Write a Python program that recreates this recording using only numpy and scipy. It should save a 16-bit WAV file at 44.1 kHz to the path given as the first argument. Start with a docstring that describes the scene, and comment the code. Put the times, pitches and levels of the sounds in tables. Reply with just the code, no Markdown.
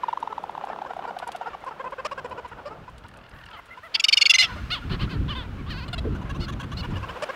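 """Seabirds squabbling on a snow slope

One bird pips rapidly and slows into a nasal cackle; a close one bursts into shrill squeals, then
whines, barks, squawks and yelps follow. The calls are syrinx pulses and breath shaped by a throat;
the squeals add a whistle. The slope returns a faint echo. Underneath lies the wash of the colony
and the shore, and later on wind buffets the microphone."""
import sys
import numpy as np
from scipy import signal
from scipy.fft import rfft, irfft, next_fast_len
from scipy.io import wavfile
from scipy.ndimage import uniform_filter1d, minimum_filter1d, map_coordinates

SR = 44100
rng = np.random.default_rng(int(sys.argv[2]) if len(sys.argv) > 2 else 0)


def log_audio(samples):
    """Write samples as a 16-bit WAV file to the path given in sys.argv[1]."""
    # one column per channel
    frames = np.atleast_2d(samples).T
    # limit to full scale, then quantise
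    limited = np.clip(frames, -1, 1)
    pcm = np.round(limited * 32767).astype(np.int16)
    wavfile.write(sys.argv[1], SR, pcm)


N = 324135

TOP_HZ = 15800  # band limit
USUAL_HZ = 543.4  # notes above this pitch are pressed harder

# close squeals: (time [s], length [s], whistle [dB], 2nd harmonic [dB], 3rd harmonic [dB],
# buzz pitch [Hz], buzz [dB], handover from buzz to whistle [share of the note])
SQUEALS = [(3.997, 0.015, -28, -40, -25.5, 682, -19.5, 0.7), (4.04, 0.016, -25, -14, -38, 719, -11.5, 0.78),
           (4.084, 0.016, -23.5, -19.5, -41, 736, -13.5, 0.58),
           (4.125, 0.021, -21, -12, -32.5, 615, -17.5, 0.12), (4.171, 0.019, -25, -23, -33, 713, -12, 0.74),
           (4.211, 0.022, -21.5, -13, -27.5, 705, -17, 0.14),
           (4.255, 0.019, -18, -13.5, -28, 712, -24.5, 0.078),
           (4.296, 0.024, -31, -61, -51, 694, -8.5, 0.26),
           (4.337, 0.029, -18.5, -23, -21.5, 706, -21, 0.061),
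           (4.382, 0.041, -20, -18.5, -39, 717, -18.5, 0.092)]
# the whistle sinks through the burst: (time [s], pitch [Hz])
WHISTLE_PITCH = [(4.04, 2220), (4.26, 2178), (4.33, 2047)]
# dry rasps: (time [s], length [s], start pitch [Hz], end pitch [Hz], level [dB], beak ring [dB],
# fade-out [share of the note])
RASPS = [(3.938, 0.0304, 454, 610, -16, 15, 0.45), (4.418, 0.053, 760, 607, -14.5, -4, 0.91)]
# short pips: (centre [s], nominal length [s])
PIPS = [(0.0395, 0.016), (0.089, 0.018), (0.134, 0.015), (0.176, 0.0071), (0.231, 0.012), (.277, 0.0068),
        (0.329, 0.006), (0.383, 0.0083), (0.4412, 0.0062), (0.497, 0.0054), (0.553, 0.0028), (.58, 0.0059),
        (0.613, 0.0021), (0.6423, 0.011), (0.673, 0.0022), (0.703, 0.0077), (0.733, 0.0027),
        (0.763, 0.0026), (.79, 0.0043), (0.821, 0.011), (0.852, 0.0034), (0.91, 0.01), (0.936, 0.0025),
        (0.969, 0.0083), (0.995, 0.011), (1.025, 0.0011), (1.055, 0.0074), (1.11, 0.0077), (1.17, 0.013),
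        (1.202, 0.0022), (1.23, 0.011), (1.293, 0.012), (1.3537, 0.016), (1.416, 0.016), (1.475, 0.011),
        (1.551, 0.0063), (1.641, 0.0046)]
# one curve per cackle, first note to last: (time [s], pitch [Hz], body [dB], edge [dB])
CACKLE_CURVES = [
    [(1.808, 552, -33, -52.5), (1.994, 520, -33, -50.5), (2.058, 589, -28.5, -36), (2.125, 559, -31.5, -45),
     (2.45, 481, -36, -53.5), (2.59, 465, -42.5, -60)],
    [(6.852, 497, -37.5, -49), (6.914, 489, -46.5, -55), (7.045, 560, -34.5, -45.5),
     (7.167, 508, -36.5, -49.5), (7.231, 602, -28, -36.5), (7.295, 564, -29.5, -44.5)],
]
# dull croaks: (time [s], nominal length [s], pitch [Hz], body [dB])
CROAKS = [(0.297, 0.039, 458, -39), (0.684, 0.013, 570, -37.5), (0.704, 0.039, 450, -39),
          (0.86, 0.018, 527, -37), (0.891, 0.035, 482, -39.5), (1.037, 0.021, 513, -36.5),
          (1.074, 0.029, 495, -33.5), (1.219, 0.031, 500, -38), (1.268, 0.028, 488.4, -34.5),
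          (1.41, 0.03, 492, -35), (1.456, 0.041, 479, -34.5), (1.53, 0.023, 608, -38),
          (1.661, 0.038, 521, -33.5), (1.708, 0.0237, 456, -36.5), (1.841, 0.014, 477, -33.5),
          (2.654, 0.036, 595.5, -36), (2.705, 0.037, 465, -40.5), (2.877, 0.023, 523, -41),
          (3.043, 0.021, 488, -46.5), (3.59, 0.0096, 520, -41), (3.772, 0.027, 534, -42),
          (4.558, 0.0234, 613, -40.5)]
# whines: (shrill level at the usual pitch [dB], opening beak ring [Hz], settled ring [Hz],
# ring boost [dB], hoarseness [0-1], glide of (time [s], pitch [Hz]))
WHINES = [(-39, 3600, 2950, 11, 0.34, [(3.528, 469), (3.57, 388), (3.6, 285)]),
          (-37.5, 5400, 3280, 8.7, 0.36, [(4.7, 560), (4.722, 729), (4.742, 721), (4.765, 541),
          (4.805, 377)]), (-42, 4400, 4100, 8.4, 0.97, [(4.893, 478), (4.93, 626), (4.968, 499)]),
          (-41, 4700, 3900, 5.7, 0.87, [(4.988, 469), (5.022, 640), (5.068, 426)]),
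          (-40.5, 5800, 4000, 3.7, 0.49, [(5.09, 456), (5.118, 543), (5.17, 394)]),
          (-38, 4200, 2850, 13.6, 0.35, [(5.277, 440), (5.298, 590), (5.313, 610), (5.355, 472)]),
          (-36.5, 3100, 3540, 14, 0.38, [(5.348, 466), (5.367, 528), (5.41, 483), (5.455, 368)]),
          (-41, 2500, 4150, 5.1, 0.13, [(5.66, 345.6), (5.697, 440.5), (5.708, 653), (5.745, 492),
          (5.765, 494), (5.787, 559), (5.815, 465), (5.858, 550)])]
# hard barks: (time [s], length [s], pitch [Hz], level [dB])
BARKS = [(5.879, 0.016, 593, -38), (5.928, 0.025, 708, -30.5), (5.978, 0.021, 656, -33)]
# rough squawks: (time [s], nominal length [s], pitch [Hz], body [dB], edge [dB])
SQUAWKS = [(6.146, 0.026, 501, -42.5, -54.5), (6.211, 0.025, 497, -44, -56.5),
           (6.292, .028, 576, -38, -45.5), (6.343, 0.033, 554, -42.5, -51),
           (6.479, 0.03, 572, -37.5, -43.5), (6.521, 0.021, 590, -47, -47.5),
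           (6.595, 0.0297, 550, -38.5, -44), (6.627, 0.023, 600, -43, -50), (6.714, 0.0304, 565, -41, -46)]
# thin yelps: (time [s], length [s], pitch [Hz], beak ring [Hz], level [dB])
YELPS = [(3.321, 0.12, 378.4, 1770, -49.5), (3.56, 0.051, 702, 2010, -46), (3.699, 0.054, 705, 2060, -44),
         (3.825, 0.059, 678, 1920, -42.5), (6.394, 0.071, 744, 4350, -39), (6.763, .06, 743, 4150, -37),
         (6.826, .035, 586, 2950, -39.5), (6.952, 0.026, 585, 2900, -39), (7.082, 0.025, 597, 2980, -40.5)]
# fader curve of a farther bird's chatter: (time [s], level [dB])
CHATTER_LEVELS = [(3.036, -49), (3.36, -49), (3.44, -42), (3.52, -44)]
# wing beats: (centre [s], length [s], level [dB])
WING_BEATS = [(6.065, .07, -23.5)]
# clear ticks, before their trims: (time [s], level [dB], dull part against crisp [dB])
TICKS = [(1.1883, -36.5, 11), (1.2757, -34.5, 3), (1.3184, -35.5, 8), (1.361, -38.5, 10.5), (2.981, -47, 7)]
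# gusts on the microphone: (peak time [s], half width [s], level [dB])
GUSTS = [(2.802, 0.49, -49), (3.35, 0.36, -55), (4.617, 0.096, -34), (4.894, 0.049, -29.5),
         (5.146, 0.16, -25), (5.722, 0.31, -32.5), (6.075, 0.053, -28.5), (6.283, 0.24, -30),
         (6.868, 0.15, -28.5)]
# fader curves of the distant wash: (time [s], low band before its boost [dB], high band [dB])
WASH_LEVELS = [(0, -47.5, -51), (2.4, -49.5, -53.5), (3.2, -59, -57), (3.8, -60, -53.5), (4.2, -58, -43.5),
               (5.4, -54, -50), (6.6, -52.5, -50.5), (7.35, -45, -43.5)]

# throat resonances of each call: (frequency [Hz], gain [dB])
BUZZ_THROAT = [(400, -38), (700, -32.5), (1600, -30.5), (2100, -15.5), (2800, 1.5), (3500, -5.5),
               (4100, -14), (5000, -7), (5600, -11), (6400, -21), (7700, -24), (12000, -36), (15500, -56)]
RASP_THROAT = [(400, -37.5), (750, -19), (1600, -22.5), (2100, -10.5), (2850, 0.5), (3600, -6.5),
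               (4200, -17.5), (5100, -11), (6600, -30), (15500, -48)]
PIP_THROAT = [(700, 9), (1100, 10), (1800, -19), (2500, -16.5), (3700, -20), (4600, -32.5), (5600, -29.5),
              (10000, -57)]
CACKLE_THROAT = [(300, -15), (560, 0), (1050, 5.5), (1550, -4), (2000, -13.5), (2800, -7), (3600, -24),
                 (5200, -18.5), (6300, -32.5), (7200, -26.5), (12000, -49.5)]
WHINE_THROAT = [(400, -13), (700, -3), (1050, 7), (1550, 3), (2300, -2.5), (3050, 2.5), (3600, -5.5),
                (4300, -3), (4800, -8.5), (5400, -21), (7000, -29), (14000, -36)]
BARK_THROAT = [(500, -7.5), (1350, 0), (2300, -15.5), (2900, -1), (4500, -6.5), (6000, -33), (7500, -21.5),
               (15000, -43)]
SQUAWK_THROAT = [(350, -22), (650, -1), (1200, 9), (1600, 3.5), (2100, -8), (2900, 7.5), (4200, -1.5),
                 (5200, -18), (6000, -4), (8000, -18.5), (9800, -18.5), (15000, -29)]
CHATTER_THROAT = [(900, -12), (1550, 21), (2100, -11), (2800, 11), (3500, -2.5), (4700, -1), (6500, -28)]
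# a yelp's throat follows the beak: (frequency [multiple of the beak ring], gain [dB])
YELP_THROAT = [(.2, -19), (.35, -6.5), (.5, -12), (.67, -1.5), (.82, -10.5), (1, 2), (1.2, -14),
               (2.5, -35.5)]
# noise colours of the wind rumble and the two wash bands: (frequency [Hz], gain [dB])
RUMBLE_COLOUR = [(12, -34), (25, -2), (60, 5), (90, 2.5), (170, -2.5), (340, -12), (450, -20.5),
                 (800, -37.5)]
LOW_WASH_COLOUR = [(60, -55), (150, 2), (300, 0.5), (550, 7), (900, 4), (1400, -0.5), (2500, -53),
                   (8000, -68)]
HIGH_WASH_COLOUR = [(600, -19.5), (1000, -2.5), (1400, 2), (2000, -5.5), (2900, -7), (4500, -17),
                    (6500, -24.5), (9000, -30.5), (15000, -33.5)]


def amp(db):
    """Decibels to gain."""
    return 10 ** (np.asarray(db) / 20)


def unit(x):
    """Scale to rms 1."""
    return x / np.sqrt(np.mean(x ** 2) + 1e-20)


def eq_db(points, hz):
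    """Read an EQ curve on a log frequency axis."""
    knots_hz, db = np.transpose(points)
    return np.interp(np.log(hz + 1), np.log(knots_hz + 1), db)


def wobble(rate, size):
    """A smooth random curve with rate knots a second."""
    knots = rng.standard_normal(int(size * rate / SR) + 4)
    return map_coordinates(knots, [np.arange(size) * rate / SR])


def filtered(x, response):
    """Shape x with a gain that depends on frequency."""
    size = next_fast_len(len(x) + 8192)
    return irfft(rfft(x, size) * response(np.fft.rfftfreq(size, 1 / SR)), size)[:len(x)]


def lowpass(x, cutoff_hz, order):
    """Roll off the top, 6 dB down at the cutoff."""
    return filtered(x, lambda hz: 1 / (1 + (hz / cutoff_hz) ** order))


def noise(colour, size):
    """Coloured noise of rms 1."""
    return unit(filtered(rng.standard_normal(size), lambda hz: amp(eq_db(colour, hz))))


def add(track, time, sound):
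    """Mix a sound into the track at a time in seconds."""
    start = max(round(time * SR), 0)
    part = sound[:max(N - start, 0)]
    track[start:start + len(part)] += part


def span(length):
    """Position within a note, from -1 to 1."""
    return np.linspace(-1, 1, max(int(length * SR), 32))


def swell(pos, rise, fall):
    """Smooth fade in and out over the given shares of a note."""
    opening = np.clip((1 + pos) / 2 / rise, 0, 1) * np.clip((1 - pos) / 2 / fall, 0, 1)
    return np.sin(np.pi / 2 * opening) ** 2


def syrinx(pitch, throat, jitter, breath, smear=0, doubling=0, drift_db=3.5,
           ring_hz=3000, ring_db=0, ring_octaves=0.14):
    """The birds' voice: pulses through a throat and a ringing beak, with a puff of air each cycle."""
    size = len(pitch)
    phase = 2 * np.pi * np.cumsum(pitch * (1 + jitter * wobble(400, size))) / SR
    harmonic = np.arange(1, int(TOP_HZ / pitch.min()) + 1)[:, None]
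    hz = harmonic * pitch
    # the throat rings after each pulse, so every harmonic lags; smear spreads the pulse further
    grid = np.fft.rfftfreq(1024, 1 / SR)
    log_gain = np.log(amp(eq_db(throat, grid)))
    lag = -signal.hilbert(np.r_[log_gain, log_gain[-2:0:-1]]).imag[:len(grid)]
    partials = np.sin(harmonic * phase + np.interp(hz, grid, lag) - smear * harmonic ** 2)
    # beak and neck keep moving, so each harmonic drifts in strength
    offset, slope = rng.standard_normal((2, *harmonic.shape))
    drift = drift_db * (offset + slope * np.linspace(-1, 1, size))
    ring = ring_db * np.exp(-(np.log2(hz / ring_hz) / ring_octaves) ** 2)
    gains = amp(eq_db(throat, hz) + drift + ring) * (hz < TOP_HZ)
    tone = unit((gains * partials).sum(0))
    air = unit(noise(throat, size) * (1 + np.cos(phase)))
    # alternating strong and weak pulses put lines halfway between the harmonics
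    return unit(tone * (1 + doubling * np.cos(phase / 2)) + breath * air)


def squeals(drop_s=0.0036, lift_s=0.0023, squeak_hz=5200, squeak_s=0.0049):
    """A close burst from two sides of the syrinx: in each note a buzz gives way to a whistle."""
    out, squeak_pos = np.zeros(N), span(squeak_s)
    for time, length, whistle_db, second_db, third_db, buzz_hz, buzz_db, handover in SQUEALS:
        pos = span(length)
        size, t = len(pos), (pos + 1) / 2 * length
        # the whistle drops into the note and lifts out of it
        bend = 1 + 0.65 * np.exp(-(t / drop_s) ** 2) + 0.31 * np.exp((t - length) / lift_s)
        pitch = np.interp(time, *np.transpose(WHISTLE_PITCH)) * bend * (1 + 0.0037 * wobble(500, size))
        phase = 2 * np.pi * np.cumsum(pitch) / SR
        # overtones sound where it holds steady; it rasps where it bends, and the buzz shakes it
        steady = swell(pos, 0.13, 0.35)
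        fundamental = amp(whistle_db + 10 * np.log2(bend)) * np.sin(phase)
        overtones = amp(second_db) * np.sin(2 * phase) + amp(third_db) * np.cos(3 * phase)
        whistle = np.sqrt(2) * (fundamental + steady / bend ** 10 * overtones)
        whistle *= 1 + 0.13 * np.sin(2 * np.pi * buzz_hz * t + wobble(560, size))
        rasp = amp(whistle_db - 11) * (1 - steady / 2) * noise(BUZZ_THROAT, size)
        buzz = syrinx(buzz_hz * (1 + 0.0085 * wobble(2 / length, size)), BUZZ_THROAT,
                      jitter=0.015, breath=0.1, smear=0.92, doubling=0.13, drift_db=2)
        add(out, time, swell(pos, handover, 0.18) * (whistle + rasp))
        add(out, time, amp(buzz_db) * swell(pos, 0.12, handover + 0.079) * buzz)
        # a thin squeak escapes as each short, forceful note opens and closes
        if length < 0.04:
            envelope = amp(max(whistle_db, buzz_db - 4) - 7) * swell(squeak_pos, 0.46, 0.25)
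            for centre in (time, time + length - squeak_s / 4):
                hz = squeak_hz * (1 + rng.normal(0, 0.026))
                squeak = np.sin(2 * np.pi * hz * np.arange(len(envelope)) / SR)
                add(out, centre - squeak_s / 2, envelope * squeak)
    return out


def rasps():
    """Sharp, dry pulses that slide up into the burst of squeals and down out of it."""
    out = np.zeros(N)
    for time, length, start_hz, end_hz, db, ring_db, fall in RASPS:
        pos = span(length)
        rasp = syrinx(np.linspace(start_hz, end_hz, len(pos)), RASP_THROAT,
                      jitter=0.014, breath=0.53, drift_db=4.5, ring_hz=4600, ring_db=ring_db)
        add(out, time, amp(db) * swell(pos, max(1 - fall, 0.1), fall) * rasp)
    return out


def pips(start_hz=1053, end_hz=753, settle_s=0.43, start_db=-21.5, fade_db_per_s=5,
         usual_s=0.0089, chirp_hz=4600, chirp_s=0.0084):
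    """Nearly pure blips that sink and fade as the bird tires; the syrinx opens with a faint chirp."""
    out, chirp_pos = np.zeros(N), span(chirp_s)
    octave_dive = chirp_hz * 2 ** (-(chirp_pos + 1) / 2)
    chirp = swell(chirp_pos, 0.56, 1) * np.sin(2 * np.pi * np.cumsum(octave_dive) / SR)
    for centre, length in PIPS:
        halvings = np.log2(usual_s / length)  # a shorter pip is higher and weaker
        hz = (end_hz + (start_hz - end_hz) * np.exp(-centre / settle_s)) * (1 + 0.057 * halvings)
        db = start_db - fade_db_per_s * centre - halvings
        pos = span(length * 0.73 + 0.00186)
        start = centre - len(pos) / SR / 2
        pitch = hz * (1 + 0.092 * (3 * pos ** 4 - 0.15))  # both ends curl up
        pip = syrinx(pitch, PIP_THROAT, jitter=0.048, breath=0.19, drift_db=0)
        add(out, start, amp(db) * swell(pos, 0.26, 0.39) * pip)
        add(out, start - chirp_s / 2, amp(db - 18.5) * chirp)
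    return out - lowpass(out, 480, order=6)


def nasal_notes(rows, throat, jitter, breath, rise, fall, lift=0, split_hz=2000):
    """Arched, wavering notes, split into a low body and a bright edge with a level for each."""
    out = np.zeros(N)
    for time, length, hz, arch, body_db, edge_db, shelf_db in rows:
        pos = span(length * 1.08)
        waver = 0.0296 * wobble(2 / length, len(pos))
        pitch = hz * np.clip(1 + lift * pos - arch * pos ** 2 + waver, 0.5, 2)
        call = syrinx(pitch, throat, jitter, breath)
        body = lowpass(call, split_hz, order=10)
        edge = filtered(call - body, lambda f: amp(np.interp(f, [3000, 6000], [0, shelf_db])))
        blend = amp(body_db) * unit(body) + amp(edge_db) * unit(edge)
        add(out, time + (length - len(pos) / SR) / 2, unit(swell(pos, rise, fall)) * blend)
    return out


def cackles(first_gap_s=0.0615, slowing_s=0.00068, note_s=0.026):
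    """Slowing runs of nasal notes that swell and ease off; the harder notes grow shriller."""
    rows = []
    for curve in CACKLE_CURVES:
        times, *controls = np.transpose(curve)
        centre, gap = times[0], first_gap_s
        while centre < times[-1] + gap / 2:
            hz, body_db, edge_db = (np.interp(centre, times, control) for control in controls)
            length = note_s * np.exp(rng.normal(0, 0.078))
            arch = 0.161 * rng.uniform(0.63, 1.45)
            shelf_db = 0.85 * (edge_db - body_db + 11.5)
            rows.append((centre - length / 2, length, hz, arch, body_db, edge_db, shelf_db))
            centre += gap + slowing_s / 2
            gap += slowing_s
    return nasal_notes(rows, CACKLE_THROAT, jitter=0.021, breath=0.25, rise=0.24, fall=0.25, lift=0.03)


def croaks(arch=0.157, usual_edge_db=-18, edge_db_per_octave=18):
    """Single hoarse notes in the cackling voice; higher ones are pressed harder and have more edge."""
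    rows = []
    for time, length, hz, body_db in CROAKS:
        edge_db = body_db + usual_edge_db + edge_db_per_octave * np.log2(hz / USUAL_HZ)
        rows.append((time, length, hz, arch, body_db, edge_db, 0))
    return nasal_notes(rows, CACKLE_THROAT, jitter=0.022, breath=0.26, rise=0.2, fall=0.28)


def whines(db_per_octave=29, split_hz=2200, ring_settle_s=0.019, attack_s=0.006, release_s=0.02):
    """Sliding cries that swell as they climb; effort lifts the shrill part faster than the body."""
    out = np.zeros(N)
    for db, first_hz, settled_hz, ring_db, hoarse, glide in WHINES:
        times, hz = np.transpose(glide)
        start, length = times[0], times[-1] - times[0]
        t = np.arange(start, times[-1], 1 / SR) - start
        pitch = uniform_filter1d(np.interp(start + t, times, hz), size=400)
        ring_hz = settled_hz + (first_hz - settled_hz) * np.exp(-t / ring_settle_s)
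        crack = 0.035 * np.exp(-12 * t / length)  # the voice cracks as it starts, then clears
        cry = syrinx(pitch, WHINE_THROAT, jitter=0.005 + 0.01 * hoarse + crack, breath=hoarse ** 2,
                     doubling=0.2 * hoarse, drift_db=2.6, ring_hz=ring_hz, ring_db=ring_db)
        body = lowpass(cry, split_hz, order=10)
        shrill_db = db + db_per_octave * np.log2(pitch / USUAL_HZ)
        body_db = -22.5 + 0.46 * shrill_db
        envelope = swell(np.linspace(-1, 1, len(t)), attack_s / length, release_s / length)
        add(out, start, envelope * (amp(shrill_db) * unit(cry - body) + amp(body_db) * unit(body)))
    return out


def barks():
    """Hard, bright barks on a level pitch."""
    out = np.zeros(N)
    for time, length, hz, db in BARKS:
        pos = span(length)
        bark = syrinx(np.full(len(pos), hz), BARK_THROAT, jitter=0.017, breath=0.31, drift_db=3)
        add(out, time, amp(db) * swell(pos, 0.18, 0.34) * bark)
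    return out


def squawks(arch=0.162):
    """Short, rough notes of the squabble, drooping in pitch at both ends."""
    rows = [(time, length, hz, arch, body_db, edge_db, 0)
            for time, length, hz, body_db, edge_db in SQUAWKS]
    return nasal_notes(rows, SQUAWK_THROAT, jitter=0.018, breath=0.28, rise=0.25, fall=0.25, lift=0.04)


def yelps(sag_per_s=3.2):
    """Thin arched cries focused on one ring of the beak; the longer the cry, the more its ends sag."""
    out = np.zeros(N)
    for time, length, hz, ring_hz, db in YELPS:
        pos = span(length)
        throat = [(ratio * ring_hz, gain_db) for ratio, gain_db in YELP_THROAT]
        pitch = hz * (1 - min(sag_per_s * length, 0.5) * pos ** 2)
        cry = syrinx(pitch, throat, jitter=0.014, breath=0.17, drift_db=2.5)
        add(out, time, amp(db) * swell(pos, 0.25, 0.27) * cry)
    return out


def chatter(cluck_s=0.0086, gap_s=0.02495, pitch_hz=560):
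    """A farther bird's fast, even run of dry clucks, a few pulses each."""
    out, pos = np.zeros(N), span(cluck_s)
    times, db = np.transpose(CHATTER_LEVELS)
    for time in np.arange(times[0], times[-1], gap_s):
        cluck = syrinx(np.full(len(pos), pitch_hz), CHATTER_THROAT, jitter=0.049, breath=0.49)
        add(out, time, amp(np.interp(time, times, db)) * swell(pos, 0.43, 0.31) * cluck)
    return out


def wing_beats():
    """A wing pushes a soft, dull puff of air as the birds scuffle."""
    out = np.zeros(N)
    for centre, length, db in WING_BEATS:
        pos = span(length)
        puff = noise([(60, -6.5), (200, -1), (420, 3), (800, -29), (3000, -69)], len(pos))
        add(out, centre - length / 2, amp(db) * swell(pos, 0.44, 0.72) * puff)
    return out


def ticks(t60_s=0.034, trim_db=-8, dull_trim_db=-3, faint_count=22):
    """Tiny crisp ticks with a duller part below: a few clear, many faint and scattered at random."""
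    out, t = np.zeros(N), np.arange(SR // 20) / SR
    faint = [(rng.uniform(0.06, 3.7), rng.normal(-50, 3), 0) for _ in range(faint_count)]
    for time, db, dull_db in TICKS + faint:
        crisp = noise([(3000, -8.5), (6000, -1), (10000, 0.5), (15000, -19)], len(t))
        dull = noise([(1500, -13), (2900, 1), (4800, -4), (7000, -27)], len(t))
        decay = amp(db + trim_db - 60 * t / t60_s)
        add(out, time, decay * (crisp + amp(dull_db + dull_trim_db) * dull))
    return out


def wind(calm_db=-60.5):
    """Gusts swell out of a breeze, tumble over the microphone in lumps and bring a faint hiss."""
    t = np.arange(N) / SR
    gust_power = sum(amp(db) ** 2 * np.exp(-((t - peak) / width) ** 2) for peak, width, db in GUSTS)
    wind_db = 10 * np.log10(amp(calm_db) ** 2 + gust_power)
    rumble = lowpass(noise(RUMBLE_COLOUR, N), 750, order=4)
    hiss = amp(-59 + 0.93 * wind_db) * noise([(1000, -31), (5000, -16), (15000, -7.5)], N)
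    lumps = amp(2.8 * wobble(28, N))
    return amp(wind_db) * unit(rumble * lumps) + hiss


def far_colony(count=80, air_hz=2600):
    """Scattered notes of far birds; distance takes the edge off their voices."""
    out = np.zeros(N)
    calls = rng.uniform([-0.5, 0.02, 441.5, 0, -0.5], [N / SR, 0.07, 720, 0.25, 0], (count, 5))
    for time, length, hz, arch, db in calls:
        pos = span(length)
        call = syrinx(hz * (1 - arch * pos ** 2), HIGH_WASH_COLOUR, jitter=0.036, breath=0.24)
        add(out, time, amp(db) * swell(pos, 0.92, 0.95) * call)
    return unit(lowpass(out, air_hz, order=2))


def shore_wash(low_boost_db=3, colony_db=-2.5):
    """The bed: two restless bands of shore noise, with the far colony riding in the upper one."""
    times, *faders = np.transpose(WASH_LEVELS)
    low_db, high_db = (np.interp(np.arange(N) / SR, times, fader) for fader in faders)
    colony = amp(colony_db) * far_colony()
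    low = amp(low_db + low_boost_db + 2.7 * wobble(17, N)) * noise(LOW_WASH_COLOUR, N)
    high = amp(high_db + 0.28 * wobble(3.7, N)) * (noise(HIGH_WASH_COLOUR, N) + colony)
    return low + high


def slope_echo(x, t60_s=1.0):
    """Rock and snow scatter the calls into a diffuse, dying tail."""
    _, t, spectrum = signal.stft(rng.standard_normal(SR), SR, nperseg=256)
    tail = signal.istft(spectrum * amp(-60 * t / t60_s), SR, nperseg=256)[1]
    return signal.fftconvolve(x, tail / np.linalg.norm(tail))[:N]


def scene():
    """The mono mix: birds in the open air with a touch of echo, over the wash and the wind."""
    birds = pips() + cackles() + croaks() + squawks() + barks() + yelps()
    birds += squeals() + whines() + chatter() + rasps()
    echo = amp(-30) * slope_echo(birds)
    return (birds + echo + ticks() + wing_beats() + shore_wash() + wind())[None]


def record(dry, threshold=0.64, window_samples=180):
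    """A limiter holds the loudest peaks down, and everything above the band limit is cut."""
    needed = np.minimum(1, threshold / (abs(dry) + 1e-9))
    gain = uniform_filter1d(minimum_filter1d(needed, size=window_samples), size=window_samples)
    return np.array([filtered(channel, lambda hz: hz < TOP_HZ) for channel in dry * gain])


dry = scene()
out = record(dry)
log_audio(out)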